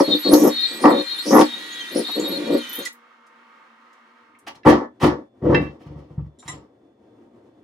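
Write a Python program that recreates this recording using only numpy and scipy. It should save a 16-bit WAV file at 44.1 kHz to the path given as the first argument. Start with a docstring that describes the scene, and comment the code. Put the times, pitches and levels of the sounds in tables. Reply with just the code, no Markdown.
"""From the start a hand mixer labours through thick dough: its whine bends with the load and races up whenever
the beaters come free, over a mains buzz, brush hiss and a bowl juddering on a hollow wooden counter.
At 2.9 s the motor is switched off, leaving a small kitchen with a humming fridge and a few short ticks.
From 4.5 s the mixer is knocked down on the counter; bowl and beaters clink as the background grows fuller.
Whine and buzz are sine waves, hiss and air are shaped noise, and struck things are decaying resonances."""
import sys
import numpy as np
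from scipy import signal
from scipy.fft import rfft, irfft, next_fast_len
from scipy.io import wavfile
from scipy.ndimage import uniform_filter1d

SR = 44100
rng = np.random.default_rng(int(sys.argv[2]) if len(sys.argv) > 2 else 0)


def unload_audio(sound):
    """Save the sound as a 16-bit wav file, at the path given as the first command line argument."""
    columns = np.transpose(np.atleast_2d(sound))
    # keep every value between -1 and 1, then stretch to whole-number steps
    steps = np.round(np.clip(columns, -1, 1) * 32767)
    wavfile.write(sys.argv[1], SR, steps.astype(np.int16))


N = 336639
T = np.arange(N) / SR  # time of every sample [s]
OFF_S = 2.885  # the motor is switched off
TOP_HZ = 15900  # upper edge of the sound


def undb(db):
    """Turn decibels into an amplitude factor."""
    return 10 ** (np.asarray(db) / 20)


def level(x, db):
    """Scale a signal to an average (RMS) level in dB."""
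    return x * undb(db) / np.sqrt(np.mean(x ** 2))


def curves(rows):
    """Draw straight lines between the rows of a table whose first column is time."""
    time_s, *columns = np.transpose(rows)
    return [np.interp(T, time_s, column) for column in columns]


def colour(x, points):
    """Shape the spectrum by (frequency [Hz], gain [dB]) points."""
    hz, db = np.transpose(points)
    size = next_fast_len(N)
    bin_hz = np.maximum(np.arange(size // 2 + 1) * SR / size, 1)
    gain = undb(np.interp(np.log(bin_hz), np.log(hz), db))
    return irfft(rfft(x, size) * gain, size)[..., :N]


def between(x, lo_hz, hi_hz):
    """Keep only the sound between two frequencies."""
    return signal.sosfilt(signal.butter(3, (lo_hz, hi_hz), "band", fs=SR, output="sos"), x)


def band(x, hz, width_hz):
    """Pass a signal through one resonance with gain 1 at its centre."""
    return signal.lfilter(*signal.iirpeak(min(hz, SR / 2.2), hz / width_hz, SR), x)


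def ring(x, modes):
    """Let a signal strike decaying resonances; a unit click rings each at its dB."""
    out = 0
    for hz, db, t60 in modes:
        pole = np.exp(2j * np.pi * hz / SR - np.log(1000) / (t60 * SR))
        out = out + undb(db) * signal.lfilter([1], [1, -pole], x).imag
    return out


def walk(rate):
    """Wander smoothly at random: levels held 1 / rate s, then smoothed twice."""
    hold = int(SR / rate)
    steps = np.repeat(rng.standard_normal(N // hold + 1), hold)
    return uniform_filter1d(uniform_filter1d(steps, hold), hold)[:N]


def grit(rate, spread_db):
    """Scatter clicks of uneven size, about `rate` per second, as from tiny contacts."""
    happens, sign, size = rng.random((N, 3)).T
    clicks = np.sign(sign - .5) * undb(-spread_db * np.log(1 - size))
    return level((happens < rate / SR) * clicks, 0)


def bursts(rows, release=.06):
    """Add up swells of (start [s], level [dB], rise [s], t60 [s], damped after [s]); release is a t60 [s]."""
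    env = np.zeros(N)
    for start, db, rise, t60, damped in rows:
        first = int(start * SR)
        t = T[first:int((start + rise + 1.2 * t60) * SR)] - start
        fall_db = 60 * (np.maximum(t - rise, 0) / t60 + np.maximum(t - damped, 0) / release)
        env[first:][:len(t)] += undb(db - fall_db) * np.clip(t / max(rise, 1e-3), 0, 1)
    return env


# Colour of the thin and the full kitchen air: (frequency [Hz], relative level [dB])
AIR_THIN_COLOUR = [(35, -102), (60, -76), (167, -16.5), (206, -28.5), (225, 0.5), (264, -11), (381, -9.5),
                   (417, -17), (478, -10.5), (674, -14), (886, -9.5), (1220, -1.5), (14000, -50.5)]
AIR_FULL_COLOUR = [(15, -59.5), (25, -48), (65, -17.5), (119, -5), (155, -19.5), (213, -3), (309, 0.5),
                   (741, -15.5), (1200, -25.5), (3200, -40), (5000, -44), (9000, -51.5), (14000, -61)]
# Steady tones in each air: (frequency [Hz], level before a 2.5 dB cut [dB])
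TONES_THIN = [(236.9, -64.5), (479.1, -66.5), (899.0, -60), (1184, -77), (1895, -75), (2159, -66.5),
              (2875, -71.5)]
TONES_FULL = [(3499, -78)]
# The full air fades in over: (start [s], end [s])
AIR_FADE = (4.17, 4.65)


def air():
    """Shaped noise and steady tones make the air; a thin one gives way to a fuller one."""
    full = np.interp(T, AIR_FADE, (0, 1))
    out = 0
    for points, db, tones, share, flicker_db in ((AIR_THIN_COLOUR, -56, TONES_THIN, 1 - full, 1.2),
                                                 (AIR_FULL_COLOUR, -55, TONES_FULL, full, 3.0)):
        noise = level(colour(rng.standard_normal(N), points), db)
        noise = noise * undb(flicker_db * walk(18))
        hum = sum(undb(tone_db - 2.5 + 2.5 * walk(12)) * np.sin(2 * np.pi * hz * T) for hz, tone_db in tones)
        out = out + share * (noise + hum)
    return out


# Short ticks, clatter, squeaks and scrapes of mixer, bowl and beaters:
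# (time [s], level [dB], centre [Hz], width of each filter pass [Hz])
TICKS = [(.333, -19, 5000, 2520), (1.388, -26.5, 5430, 6150), (1.408, -23, 2820, 4015),
         (2.196, -29, 7030, 400), (2.69, -34, 12450, 797), (2.726, -30.5, 12100, 2509),
         (2.75, -29.5, 12540, 2500), (2.785, -33.5, 11950, 3960), (2.85, -29, 6000, 6000),
         (2.855, -26.5, 1946, 152), (2.925, -51, 12000, 9000), (3.264, -64, 6000, 6000),
         (3.927, -66, 5999, 6000), (4.346, -51.5, 2180, 480), (4.386, -57.5, 8900, 5000),
         (4.551, -54.5, 3440, 5000), (5.546, -48, 3300, 1200), (6.392, -52, 3850, 500),
         (6.423, -44, 990, 700)]


def ticks():
    """Short ticks, clatter, squeaks and scrapes: brief noise passed twice through one resonance."""
    t60 = .07  # s
    out = np.zeros(N)
    for time_s, db, hz, width_hz in TICKS:
        start, size = int(time_s * SR), SR // 5
        noise = rng.standard_normal(size)
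        noise = level(band(band(noise, hz, width_hz), hz, width_hz), 0)
        swell = bursts([(time_s, db, .005, t60, t60)])
        out[start:start + size] += noise * swell[start:start + size]
    return out


# Resonances of the glass bowl and the steel beaters: (frequency [Hz], level [dB], t60 [s])
BOWL_MODES = [(1001, -12, .15), (1739, 2, .14), (1790, -6, .07), (1960, -4, .06), (2040, -6, .07),
              (2300, -6, .04), (2670, -3, .12), (3100, -8, .035), (3768, -11, .06), (4936, -14, .025)]
BEATER_MODES = [(1030, -5.5, .04), (1237, -9, .06), (1994, -2.5, .03), (3470, -10.5, .03), (3880, -8, .04),
                (5600, -9, .03), (6050, -10, .02), (7150, -3, .035), (7397, -5, .06), (8861, -6, .03)]
# Taps and scrapes on each: (time [s], level before the trims below [dB], chatter t60 [s], lowest sound [Hz])
BOWL_HITS = [(4.634, -36, 0.0197, 1804), (5.5465, -9, 0.046, 530), (5.56, -25.5, 0.34, 1195)]
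BEATER_HITS = [(6.388, -39.5, .3, 3270), (6.479, -20.5, .15, 530)]


def clinks():
    """Bowl and beaters ring at their own pitches after a tap and the chatter that follows it."""
    tap_db, chatter_db = -12.5, -32.5  # trims on the level of a hit
    out = 0
    for hits, modes, hi_hz in ((BOWL_HITS, BOWL_MODES, 5500), (BEATER_HITS, BEATER_MODES, 11000)):
        for time_s, db, t60, lo_hz in hits:
            contacts = grit(3000, 2.2) * bursts([(time_s, db + chatter_db, .002, t60, .15)])
            contacts[int(time_s * SR)] += undb(db + tap_db)
            out = out + between(ring(contacts, modes), lo_hz, hi_hz)
    return out


# Resonances of the counter top, side panels and cabinet: (frequency [Hz], relative level [dB], t60 [s])
TOP_MODES = [(241.3, -13, 0.3), (304.7, 5.5, 0.13), (343, 8, 0.053), (417, 2, .06), (488, 1, 0.074),
             (541, -7, 0.17)]
PANEL_MODES = [(800, 7, 0.021), (888, 12.5, 0.023), (986.5, 6.5, 0.024), (1129, 7.5, 0.04),
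               (1282, -6, 0.061), (1410, -13.5, 0.066), (1741.8, -8.5, 0.19), (1895, -4.5, 0.036)]
CABINET_MODES = [(75, -12, .22), (112, -9, .13), (148, -2, .16)]
# Judders of the bowl: (time [s], level [dB], sharpness [dB], rise [s], t60 [s], damped after [s])
JUDDERS = [(0, -1, -14.5, 0.00035, 0.066, 0.073), (.074, -18, -22.5, .007, 0.94, 0.081),
           (.245, -16.5, -22.5, .01, 1.1, 0.056), (.3, -7, -17.5, 0.029, 0.3, 0.12),
           (0.399, -7.5, -18, 0.065, 0.25, 0.1), (0.699, -36, -12, 0.017, 0.72, 0.15),
           (.795, -24, -19, .03, .5, .06), (.832, -8.5, -3, .015, 0.3, .1),
           (0.901, -17, -12.5, 0.017, 0.61, .11), (1.248, -22.5, -22.5, 0.022, 1, 0.064),
           (1.302, -6, -8, 0.047, 1.1, 0.1216), (1.55, -44, -14, 0.015, 0.39, .2),
           (1.899, -31.5, -32, 0.034, 0.23, 0.0592), (1.946, -13.5, -40.5, 0.015, 0.1, 0.028),
           (1.976, -14, -30, 0.0098, 0.12, 0.053), (2.08, -32.5, -4.5, 0.017, 0.18, 0.018),
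           (2.148, -19.5, -26, 0.037, 0.224, 0.051), (2.2, -26, -22, 0.018, 4.05, 0.39),
           (2.46, -13.5, -27, 0.094, 0.12, 0.098), (2.777, -29, -18, 0.0184, 0.133, 0.0403)]
# Knocks, with relative levels: (time [s], top [dB], panels [dB], rattle [dB], cabinet [dB], rise [s], t60 [s])
KNOCKS = [(4.47, -30, -36, -37, -58, 0.0098, 0.16), (4.551, -45.5, -52, -55.5, -55, 0.004, 0.23),
          (4.653, 4.5, -12, -28, -8.5, 0.027, 0.38), (5.003, -20, -30, -33, -39, 0.023, .12),
          (5.023, -.5, -21, -34, -10.5, 0.026, 0.3296), (5.416, -15, -45, -58.5, -21, 0.0223, 0.49),
          (5.443, -5, -39, -58, -15.5, 0.021, .35), (5.487, -9.5, -32, -50.5, -11.5, 0.018, 0.29),
          (5.524, -8, -25.5, -51, -10.5, 0.012, 0.25), (5.599, -26.5, -48.5, -56.5, -17, 0.017, 0.67),
          (5.796, -39.5, -58, -62.5, -48, 0.016, 0.47), (5.856, -38.5, -53.5, -64, -30, 0.012, .23),
          (5.897, -32.5, -61, -68.5, -30, 0.021, 0.26), (5.953, -35.5, -57, -67.5, -29, 0.028, 0.65),
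          (6.099, -41, -69, -75, -33, 0.013, 0.22), (6.171, -32, -54.5, -73.5, -15.5, 0.026, 0.138),
          (6.239, -50, -64, -78.5, -45.5, 0.016, 0.33), (6.448, -51.5, -51, -52.5, -37.5, 0.021, 0.11),
          (6.484, -37.5, -45.5, -48, -33, 0.0042, 0.318), (6.528, -33, -52.5, -56, -36, 0.0037, 0.48)]
# Rattle bands: (frequency [Hz], share of the knock's t60 [1])
RATTLE_BANDS = [(2500, 0.51), (4500, 0.67), (8000, 0.17), (13000, .3)]


def counter():
    """Judders and knocks set wooden top, panels and cabinet ringing; loose things rattle with the knocks."""
    judder_start, judder_db, sharp_db, *shape = np.transpose(JUDDERS)
    stir = undb(-53 + 2.4 * walk(15)) * (T < OFF_S)  # steady shaking between the judders
    judder = stir + bursts(zip(judder_start, judder_db, *shape))
    sharp = stir * undb(-5.5) + bursts(zip(judder_start, judder_db + sharp_db, *shape))

    start, top_db, panel_db, rattle_db, cabinet_db, rise, t60 = np.transpose(KNOCKS)
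    start = start - .006  # each knock starts 6 ms before its listed time and swells in
    damped = np.full(len(start), .21)  # s
    release = .16  # t60 once a knock is damped [s]

    out = 0
    for modes, lo_hz, hi_hz, drive, db in ((TOP_MODES, 170, 750, judder, top_db - 9.5),
                                           (PANEL_MODES, 600, 2300, sharp, panel_db)):
        shake = between(grit(900, 0.32), lo_hz, hi_hz)
        gain = 1 / np.std(ring(shake, modes))
        strength = drive + bursts(zip(start, db, rise, t60, damped), release)
        out = out + gain * between(ring(shake * strength, modes), lo_hz, hi_hz)

    # the heavy cabinet feels a knock as one push; two weaker bounces follow
    pushes = np.zeros(N)
    for bounce in range(3):
        when = start + .012 + bounce * .043
        pushes[(when * SR).astype(int)] += undb(cabinet_db - 6.5 * bounce)
    pushes = pushes + grit(900, 1.5) * judder * undb(-63.5)  # a little of the judder gets through
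    out = out + between(ring(pushes, CABINET_MODES), 65, 220)

    # each higher band is weaker, more so for knocks that rattle over 32 dB less than the top sounds
    tilt_db = -6 + .25 * np.minimum(rattle_db - top_db + 32, 0)
    for step, (hz, share) in enumerate(RATTLE_BANDS):
        rattle = level(between(grit(4600, 0.8), 0.62 * hz, min(1.29 * hz, TOP_HZ)), 0)
        swells = zip(start, rattle_db + step * tilt_db, 2 * rise, share * t60, damped)
        out = out + rattle * bursts(swells, release)
    return out


# Whine while the dough holds the beaters: (time [s], pitch [Hz])
LOADED_PITCH = [(0, 3864), (.14, 3590), (.17, 3960), (.29, 3806), (.52, 3765), (.65, 3740), (.72, 3959),
                (.8, 4060), (.95, 3664), (1.17, 3640), (1.21, 3808), (1.48, 3210), (1.66, 3390),
                (1.76, 3330), (1.84, 3080), (1.9, 3150), (2.04, 3701), (2.13, 3830), (2.35, 3844),
                (2.4, 3508), (2.47, 3270), (2.7, 3076), (2.9, 3306)]
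# The beaters come free: (start [s], added pitch [Hz], rise [s], hold [s], fall [s], rasp level [dB])
RACES = [(-.1, 1300, 0.042, 0.064, 0.035, -32), (0.286, 2200, 0.073, 0.12, 0.024, -37),
         (0.792, 802, 0.058, 0.0049, 0.066, -40), (1.21, 2300, .14, .02, .11, -33),
         (1.905, 1464, .075, 0.0044, .06, -38), (2.496, 750, 0.041, 0.027, 0.038, -39.5)]


def speed():
    """Whine pitch and rasp: load sets the pitch; both race up whenever the beaters come free."""
    (hz,), rasp = curves(LOADED_PITCH), 0
    for start, gain_hz, rise, hold, fall, rasp_db in RACES:
        corners = np.cumsum([0, rise, hold, fall])
        free = np.sin(np.pi / 2 * np.interp(T - start, corners, [0, 1, 1, 0]))
        hz = hz + gain_hz * free
        rasp = rasp + undb(rasp_db) * free
    return hz, rasp


BUZZ_HZ = 479.3  # spacing of the mains buzz tones and of the whine's side tones
# The whine throbs with the mains: (multiple of BUZZ_HZ [1], relative level [dB])
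WHINE_TONES = [(-2, -30), (-1, -5), (0, 7), (1, 6), (2, -2)]
# Resonances of the housing: (frequency [Hz], width [Hz], relative level [dB])
HOUSING = [(3699, 250, 6), (4200, 200, 6), (3100, 400, 1.5)]
# Whine near the housing resonances: (time [s], relative level [dB])
WHINE_LEVEL = [(0, -34.5), (.02, -36.5), (.1, -26), (.14, -22.5), (.21, -39.5), (.25, -24), (.29, -21),
               (.38, -42.5), (.5, -38.5), (.53, -29.5), (.61, -27), (.7, -25.5), (.78, -35), (.9, -35.5),
               (1.0, -28.5), (1.04, -42.5), (1.12, -27), (1.17, -37.5), (1.21, -26.5), (1.26, -38.5),
               (1.5, -38.5), (1.66, -36), (1.8, -38), (1.99, -42), (2.06, -28.5), (2.15, -27.5),
               (2.19, -32.5), (2.36, -32), (2.41, -39.5), (2.65, -36.5), (2.88, -43.5)]
# Whine at two and three times its pitch, by where it falls: (frequency [Hz], level [dB])
SECOND_PARTIAL = [(6200, -52.5), (6800, -59), (7300, -70), (7600, -53.5), (8000, -45), (9500, -39.5),
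                  (12000, -35)]
THIRD_PARTIAL = [(9300, -71.5), (10300, -62.5), (10900, -52), (11500, -47.5), (12200, -47.5), (13000, -56),
                 (14000, -70)]
# Mains buzz, raised by 3 dB when played: (time [s], 3rd multiple [dB], 4th multiple [dB], 5th multiple [dB])
BUZZ_LEVEL = [(0, -54, -55, -53), (.45, -57, -55, -50), (.75, -54, -46, -47), (1.2, -55, -50, -50),
              (1.5, -55, -49, -53), (1.85, -53, -43, -53), (2.1, -57, -58, -54), (2.3, -47, -58, -49),
              (2.5, -47, -54, -47), (2.86, -48, -54, -53)]
# Colour of the steady whirr: (frequency [Hz], relative level [dB])
WHIRR_COLOUR = [(88, -44), (150, -18.5), (297, -8.5), (805, -21), (1420, -8), (1940, -6), (2600, -10),
                (3700, -5), (5250, -18), (14000, -56), (16000, -70.5)]


def motor():
    """Commutator whine chopped by the mains rings through the housing, with buzz and brush hiss beside it."""
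    hz, racing_rasp = speed()
    racing = np.clip(hz / 4000 - 1, 0, 1)  # starts above 4000 Hz, full at twice that
    # load makes the speed wobble; it trembles more the faster it races
    tremble = .014 + .06 * racing
    phase = 2 * np.pi * np.cumsum(hz * (1 + .022 * walk(60) + tremble * walk(500))) / SR
    mains = 2 * np.pi * BUZZ_HZ * T

    tones = 0
    for multiple, db in WHINE_TONES:
        strength = undb(db + 5.0 * walk(45))
        drift = np.cumsum(walk(80)) * 150 / SR
        tones = tones + strength * np.sin(phase + multiple * mains + drift)
    tones = sum(undb(db) * band(tones, centre, width) for centre, width, db in HOUSING)
    tones = level(between(tones, 2500, 4550), -2)
    rough = level(band(rng.standard_normal(N), 3600, 1600), -22.5)
    whine_db, = curves(WHINE_LEVEL)
    whine = undb(whine_db) * (tones * undb(-110 * racing) + rough)

    # the rasp spreads up to about 700 Hz on either side of the racing whine
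    rasp = level(between(grit(3000, 2.0), 30, 700) * np.sin(phase), 0)
    scream = racing_rasp * undb(3.0 * walk(60)) * rasp

    upper = 0
    for multiple, points in ((2, SECOND_PARTIAL), (3, THIRD_PARTIAL)):
        db = np.interp(multiple * hz, *np.transpose(points))
        upper = upper + undb(db + 9.0 * walk(70)) * np.sin(multiple * phase)

    buzz = 0
    for multiple, db in enumerate(curves(BUZZ_LEVEL), start=3):
        buzz = buzz + undb(db + 3 + 2 * walk(15)) * np.sin(multiple * mains)
    for multiple, db in ((2, -56.0), (6, -54.5)):
        buzz = buzz + undb(db + 2.0 * walk(5)) * np.sin(multiple * mains)

    hiss = level(between(grit(4200, 2.6), 5300, 11000), -0.058)
    hiss = hiss + undb(-9) * level(between(grit(6000, 1.5), 11000, 15000), 0)
    hiss = hiss * undb(-54 + 31.5 * racing)  # brushes hiss louder when racing
    whirr = level(colour(rng.standard_normal(N), WHIRR_COLOUR), -41.5)
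    running = undb(-60 * np.maximum(T - OFF_S, 0) / .011)  # runs down by 60 dB in 11 ms
    return running * (whine + scream + upper + buzz + hiss + whirr)


# Difference between the ears in the room's echo: (frequency [Hz], gain [dB])
ECHO_WIDTH = [(60, -17.5), (300, -15.5), (500, -7), (2000, -2), (12000, -1.5)]


def room(dry):
    """Small-room echo: fading noise smears the sound, differing between the ears mostly in the treble."""
    t60, echo_db = 0.15, -7.5  # s, dB
    t = T[:SR // 2]
    tails = rng.standard_normal((2, len(t))) * undb(-60 * t / t60)
    tails /= np.sqrt(np.sum(tails ** 2, axis=1, keepdims=True))
    echo = signal.fftconvolve(dry[None], tails, axes=1)[:, :N]
    mid = dry + undb(echo_db) * between(echo[0], 530, TOP_HZ)
    side = colour(echo[1], ECHO_WIDTH)
    return np.array([mid + side, mid - side])


def scene():
    """All sources together in the small kitchen."""
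    return room(air() + ticks() + clinks() + counter() + motor())


def record(dry):
    """The loudest peaks clip, then everything above TOP_HZ is cut."""
    cut = signal.ellip(8, .2, 70, TOP_HZ, fs=SR, output="sos")
    return signal.sosfilt(cut, np.clip(dry, -1, 1))


dry = scene()
out = record(dry)
unload_audio(out)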